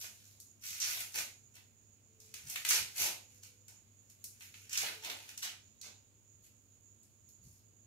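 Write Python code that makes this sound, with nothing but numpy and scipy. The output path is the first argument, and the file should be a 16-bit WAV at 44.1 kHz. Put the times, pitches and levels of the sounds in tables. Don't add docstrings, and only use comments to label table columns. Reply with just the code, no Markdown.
import sys
import numpy as np
from scipy import signal
from scipy.fft import rfft, irfft
from scipy.io import wavfile
from scipy.ndimage import uniform_filter1d

SR = 44100
rng = np.random.default_rng(int(sys.argv[2]) if len(sys.argv) > 2 else 0)


def store_pcm(level_fs):
    pcm = np.round(np.clip(level_fs, -1, 1) * 32767).astype(np.int16)
    wavfile.write(sys.argv[1], SR, np.atleast_2d(pcm).T)


N = 346626
T = np.arange(N) / SR
HZ = np.fft.rfftfreq(N, 1 / SR)

# f/Hz, relative level/dB
MURMUR_SPECTRUM = [(25, -20), (50, -8), (85, -0.5), (120, 0), (150, -10.5), (220, -6.5), (300, -11),
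                   (500, -15.5), (800, -24), (1500, -27.5), (4000, -57)]
# f/Hz, relative level/dB
HISS_SPECTRUM = [(200, 5), (1500, -1), (2600, 6.5), (5000, 1), (6000, 0), (8200, 6.5), (10300, 0.5),
                 (12300, 2.5), (14000, 2.5), (15500, 5.5)]
# f/Hz, level/dB, waver/0-1
HUM_TONES = [(99.8, -72, .5), (223, -87.5, 0.92)]
# start/s, end/s, f/Hz, level/dB
DRONE_TONES = [(2.043, 2.494, 441, -76.5), (3.15, 3.755, 496, -83.5), (4.553, 4.847, 440, -83.5),
               (4.865, 5.095, 440, -67.5)]
# t/s, relative level/dB
BODY_BUMPS = [(0.71, -65), (0.997, -59.5), (1.189, -59.5), (2.442, -51), (2.799, -53.5), (3.018, -51),
              (6.331, -65), (7.399, -57), (7.458, -54.5), (7.509, -64)]
# delay/s, spread/s, level/dB
EARLY_ECHOES = [(.0003, 0.0063, -14.5), (.0022, 0.001, -8.5), (.009, 0.0013, -23), (0.0099, 0.0031, -27.5)]
# f/Hz, T60/s
KITCHEN_T60 = [(300, 0.41), (1300, 0.33), (3500, 0.34), (9000, .34), (15000, 0.27)]
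# f/Hz, relative level/dB
SKIN_SPECTRUM = [(130, -10.5), (220, -13), (350, -8), (600, -7), (1100, -8.5), (1500, -9), (2200, -3.5),
                 (3600, -4.5), (6600, 6.5), (9500, 0.5), (12300, 2), (14000, 0), (15500, -4.5)]
# f/Hz, width/Hz, gain/dB
BULB_RESONANCES = [(730, 90, 3.5), (880, 120, 5), (1120, 150, -3), (1500, 180, 5), (2480, 220, 3.5),
                   (2950, 200, 2.5)]
# t/s, relative level/dB
LOOSE_CRACKLE = [(0.0, -55.5), (0.65, -78.5), (0.83, -56), (1.09, -58), (1.36, -76), (2.19, -75.5),
                 (2.65, -50), (2.96, -56.5), (3.17, -70.5), (3.94, -75.5), (4.9, -57), (5.25, -61),
                 (5.98, -77.5), (7.86, -82)]
# t/s, level/dB
FINGER_KNOCKS = [(0.041, -32.5), (1.185, -24.5), (4.833, -16.5)]
# t/s, level/dB, flex/dB re level
SKIN_SNAPS = [(0.043, -26, 5), (0.4012, -20, -39), (1.0053, -10, -9.5), (1.0623, -23, -25),
              (1.1858, -5.5, -6), (1.554, -27, -9), (2.202, -25, -20), (2.3406, -12, -12),
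              (2.499, -10, -15), (2.5587, -13, 3.5), (2.65, -5.5, -2.5), (2.6897, 1.5, -16), (2.708, 2, -3),
              (3.4335, -22, -9), (3.682, -20, -13.5), (4.099, -28.5, -13.5), (4.2417, -13, -25),
              (4.408, -34, 10.5), (4.5416, -28.5, 3), (4.6948, -16.5, -16.5), (4.73, -5.5, -27),
              (4.775, 3, -15.5), (5.047, -13.5, 0), (5.0991, -14, 1.5), (5.291, -20, -5),
              (5.3765, -11.5, -13.5), (5.4301, -9, -12), (5.814, -13, -25), (7.032, -33.5, -29),
              (7.2893, -30.5, -28)]
# start/s, rise/s, length/s, effort/dB, flex/dB re effort, rub/dB re effort,
# dryness as treble gain/dB, resonance of the finger pocket/Hz
SKIN_PULLS = [(0.0, 0.0013, 0.052, -43, -11.5, -26.5, -1.5, 2680),
              (0.19, 0.066, 0.14, -63.5, -17, -20, 1.5, 4000), (0.592, 0.062, 0.21, -42, -6, -34, -1, 2600),
              (0.793, 0.013, 0.05, -29, -7.5, -39, -11, 5640),
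              (0.837, 0.028, 0.17, -41, -1, -20.5, 3, 2200), (1.11, 0.044, 0.08, -36, -3, -17, 1, 2160),
              (1.526, 0.023, 0.045, -58, 0.5, -15.5, 0, 2380),
              (2.2, .01, 0.15, -61.5, -12, -25, -3.5, 2470), (2.336, 0.009, 0.072, -56, -1, -24, 1, 2430),
              (2.421, 0.063, 0.16, -46, -5, -23.5, 2.5, 2360),
              (2.654, .01, 0.052, -39.5, 3.5, -21, 0.5, 2280),
              (2.678, 0.016, 0.091, -27, -7, -26, -3, 2050),
              (2.929, 0.068, 0.14, -29.5, -5.5, -18, .5, 2300),
              (3.285, 0.019, 0.099, -65.5, -6, -34, 2, 2430),
              (3.41, .018, 0.062, -55.5, -9.5, -37, -2, 2410),
              (3.673, 0.0087, 0.078, -64.5, -5.5, -12, -2.5, 2350),
              (4.362, 0.068, 0.082, -52.5, -2, -28, 4.5, 2240),
              (4.528, 0.016, .11, -59, -4, -37.5, -1.5, 2550),
              (4.687, 0.042, .12, -38.5, -0.5, -27.5, -5, 2530),
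              (4.798, 0.013, .085, -45.5, 8.5, -9.5, 4, 1450),
              (5.004, 0.029, 0.12, -51.5, 6.5, -2, 0, 3700),
              (5.148, 0.023, 0.17, -59.5, 3.5, -12.5, 0.5, 2980),
              (5.411, 0.017, 0.038, -35.5, -1, -23, -5, 2850),
              (5.809, 0.032, 0.052, -44.5, -4.5, -16.5, -9, 4270),
              (6.408, 0.034, 0.056, -61.5, -8.5, -35, 3, 2580),
              (7.412, 0.021, 0.18, -67.5, -15, -24, 1.5, 4540)]
# f/Hz, left minus right/dB
PORT_BALANCE = [(100, 0), (500, 2.5), (1200, 1), (2400, -5), (4300, -2), (6000, -5.5), (7200, -11),
                (8050, -0.5), (8800, 19), (9600, 6.5), (10700, 12), (11600, 5), (15000, 1.5)]

# lag/s, change along the pull/dB, release time constant/s
TEAR, FLEX, RUB = (0, -2.3, 0.012), (0.001, 0.94, 0.032), (0.008, 3.6, 0.034)
START_S, RISE_S, LENGTH_S, EFFORT_DB, FLEX_DB, RUB_DB, DRYNESS_DB, POCKET_HZ = np.transpose(SKIN_PULLS)


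def amp(db):
    return 10 ** (np.asarray(db) / 20)


def lookup(table, hz):
    f, value = np.transpose(table)
    return np.interp(np.log(hz + 1), np.log(f + 1), value)


def add(mix, at_s, sound):
    part = mix[max(round(at_s * SR), 0):][:len(sound)]
    part += sound[:len(part)]


def noise(gain):
    x = irfft(rfft(rng.standard_normal(N)) * gain, N)
    return x / np.sqrt(np.mean(x ** 2) + 1e-20)


def drift(rate_hz):
    return noise(np.exp(-(HZ / rate_hz) ** 2))


def room_murmur(level_db=-71.5, shared_power=0.39):
    gain = amp(lookup(MURMUR_SPECTRUM, HZ))
    shared = np.sqrt(shared_power) * noise(gain)
    separate = np.sqrt(1 - shared_power) * np.array([noise(gain), noise(gain)])
    return amp(level_db) * (shared + separate)


def mains_hum():
    hum = np.zeros(N)
    for hz, db, waver in HUM_TONES:
        wobble = waver * (drift(11) + 1j * drift(9.5))
        hum += amp(db) * ((np.sqrt(2) + wobble) * np.exp(2j * np.pi * hz * T)).real
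    return hum


def hiss(broad_db=-75, band_db=-68.5, band_hz=6850, half_width_hz=365, flutter_db=2.4, lean_db=1):
    broad_gain = amp(lookup(HISS_SPECTRUM, HZ))
    band_gain = 1 / (1 + abs((HZ - band_hz) / half_width_hz) ** 3)
    band_level = amp(band_db + flutter_db * drift(12))
    return np.array([amp(side_db) * (amp(broad_db) * noise(broad_gain) + band_level * noise(band_gain))
                     for side_db in (-lean_db, lean_db)])


def far_drone(waver=0.0193):
    drone = np.zeros(N)
    for start_s, end_s, hz, db in DRONE_TONES:
        fade = np.sin(np.pi * np.clip((T - start_s) / (end_s - start_s), 0, 1))
        phase = 2 * np.pi * np.cumsum(hz * (1 + waver * drift(38))) / SR
        drone += amp(db) * fade * np.sqrt(2) * np.sin(phase)
    return drone


def body_bumps(centre_hz=92, width_oct=1.0, rise_s=0.023, gain_db=-7):
    swell = np.zeros(N)
    age = T[:SR // 2] / rise_s
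    for at_s, db in BODY_BUMPS:
        add(swell, at_s - rise_s / 2, amp(db + gain_db) * age * np.exp(1 - age))
    octaves = np.log2((HZ + 1) / centre_hz)
    return swell * noise(np.exp(-(octaves / width_oct) ** 2))


def room_path(direct_db, mean_lag_s, tail_db=-3, build_s=0.0058):
    t = T[:SR // 2]
    hz, frame_s, spectra = signal.stft(rng.standard_normal(len(t)), SR, nperseg=256)
    decay = amp(-60 * frame_s / lookup(KITCHEN_T60, hz)[:, None])
    tail = signal.istft(spectra * decay, SR, nperseg=256)[1][:len(t)]
    tail *= 1 - np.exp(-(t / build_s) ** 2)
    response = amp(tail_db) * tail / np.linalg.norm(tail)
    for delay_s, spread_s, db in EARLY_ECHOES:
        cluster = rng.standard_normal(len(t)) * np.exp(-t / spread_s)
        add(response, delay_s, amp(db) * cluster / np.linalg.norm(cluster))
    add(response, mean_lag_s * 2 * rng.random(), amp([direct_db]))
    return response


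def kitchen(x, direct_db, mean_lag_s, shifts_per_s=22, paths=7):
    heard = np.zeros(N)
    for k in range(paths):
        share = np.sin(np.pi / 2 * np.minimum((T * shifts_per_s - k) % paths, 2))
        heard += signal.oaconvolve(x * share, room_path(direct_db, mean_lag_s))[:N]
    return heard


def grip(values):
    times_s = np.column_stack([START_S + RISE_S / 2, START_S + LENGTH_S]).ravel()
    return np.interp(T, np.maximum.accumulate(times_s), np.repeat(values, 2))


def air_pocket(x, width_hz=900, strength=0.51):
    carrier = np.exp(2j * np.pi * np.cumsum(grip(POCKET_HZ)) / SR)
    pole = np.exp(-np.pi * width_hz / SR)
    baseband = signal.lfilter([1 - pole], [1, -pole], x / carrier)
    ring = 2 * (carrier * baseband).real
    return (x + strength * ring) / np.sqrt(1 + 0.92 * strength)


def skin_ring(drive, lo_hz, hi_hz, order=14):
    hz = abs(np.fft.fftfreq(2048, 1 / SR)) + 1
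    bulb_db = sum(db / (1 + (2 * (hz - f) / width) ** 2) for f, width, db in BULB_RESONANCES)
    rolloff = np.sqrt((1 + (lo_hz / hz) ** order) * (1 + (hz / hi_hz) ** order))
    gain = amp(lookup(SKIN_SPECTRUM, hz) + bulb_db) / rolloff
    log_spectrum = np.conj(signal.hilbert(np.log(gain + 1e-4)))
    ring = np.fft.ifft(np.exp(log_spectrum)).real
    return signal.oaconvolve(drive, ring / np.linalg.norm(ring))[:N]


def dryness(x, corner_hz=8000):
    treble = irfft(rfft(x) / (1 + (corner_hz / (HZ + 1)) ** 12), N)
    return x + (amp(grip(DRYNESS_DB)) - 1) * treble


def pull_envelope(levels_db, lag_s, change_db, release_s, sag_db_per_s=33):
    grid_s = T[::32]
    age_s = np.maximum(grid_s[:, None] - START_S - lag_s, 0)
    held_s = np.minimum(age_s, LENGTH_S)
    rise = np.minimum(age_s / RISE_S, 1) ** 2
    hold_db = change_db * (held_s / LENGTH_S - 0.5) - sag_db_per_s * (held_s - LENGTH_S / 2)
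    release = np.exp(-(age_s - held_s) / release_s)
    pulls = rise * amp(levels_db + hold_db) * release
    return np.interp(T, grid_s, np.linalg.norm(pulls, axis=1))


def fractures(per_s, spread_db, decay_s, flakes=24):
    sizes = amp(spread_db * np.minimum(rng.exponential(1, N), 5))
    sizes *= rng.random(N) < per_s / SR
    sizes /= np.sqrt(abs(uniform_filter1d(sizes ** 2, size=900)) + 1e-9)
    flake = rng.integers(0, flakes, N)
    t = T[:64]
    swarm = np.zeros(N)
    for k in range(flakes):
        click = rng.standard_normal(len(t)) * np.exp(-t / decay_s)
        swarm += np.convolve(sizes * (flake == k), click / np.linalg.norm(click))[:N]
    return swarm


def snap(run_db=-8, run_s=0.0038, run_per_s=1200):
    t = T[:SR // 20]
    run = rng.standard_normal(len(t)) * np.exp(-t / run_s)
    run *= rng.random(len(t)) < run_per_s / SR
    burst = amp(run_db) * run / (np.linalg.norm(run) + 1e-9)
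    burst[0] = 1
    return burst / np.linalg.norm(burst)


def fingertips(gain_db=-1):
    slips = fractures(per_s=2000, spread_db=3, decay_s=0.0002)
    drive = amp(gain_db) * pull_envelope(EFFORT_DB + RUB_DB, *RUB) * slips
    for at_s, db in FINGER_KNOCKS:
        add(drive, at_s, amp(db) * snap())
    return drive


def peeling(cracks_per_s=1300, at_effort_db=-45, crowding=0.33, flex_gain_db=-2.5, thud_db=-22):
    loose = amp(np.interp(T, *np.transpose(LOOSE_CRACKLE)) - 1.5)
    tearing = np.hypot(pull_envelope(EFFORT_DB, *TEAR), loose)
    flexing = np.hypot(pull_envelope(EFFORT_DB + FLEX_DB, *FLEX), amp(-4) * loose)
    rate_per_s = cracks_per_s * (tearing / amp(at_effort_db)) ** crowding
    cracks = fractures(rate_per_s, spread_db=5, decay_s=0.00019)
    fingers = fingertips()
    snaps, snap_flex = np.zeros((2, N))
    for at_s, db, flex_db in SKIN_SNAPS:
        burst = amp(db) * snap()
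        add(snaps, at_s, burst)
        add(snap_flex, at_s, amp(flex_db) * burst)
    tear = skin_ring(tearing * cracks + snaps, lo_hz=4000, hi_hz=SR / 2)
    flex = skin_ring(amp(flex_gain_db) * flexing * cracks + snap_flex, lo_hz=1200, hi_hz=4000)
    rub = skin_ring(fingers + amp(thud_db) * snap_flex, lo_hz=180, hi_hz=1200)
    return dryness(tear + flex + rub)


def scene():
    hands = air_pocket(peeling())
    left = kitchen(hands, direct_db=-9, mean_lag_s=0)
    right = kitchen(hands, direct_db=-11, mean_lag_s=0.00014)
    return np.array([left, right]) + body_bumps() + far_drone() + room_murmur() + mains_hum() + hiss()


def record(dry, cutoff_hz=15700):
    ratio = amp(lookup(PORT_BALANCE, HZ))
    ports = np.array([ratio, np.ones(len(HZ))]) * np.sqrt(2 / (1 + ratio ** 2))
    coloured = irfft(rfft(dry) * ports, N)
    lowpass = signal.firwin(401, cutoff_hz, window=("kaiser", 8), fs=SR)
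    return signal.oaconvolve(coloured, lowpass[None], "same")


dry = scene()
out = record(dry)
store_pcm(out)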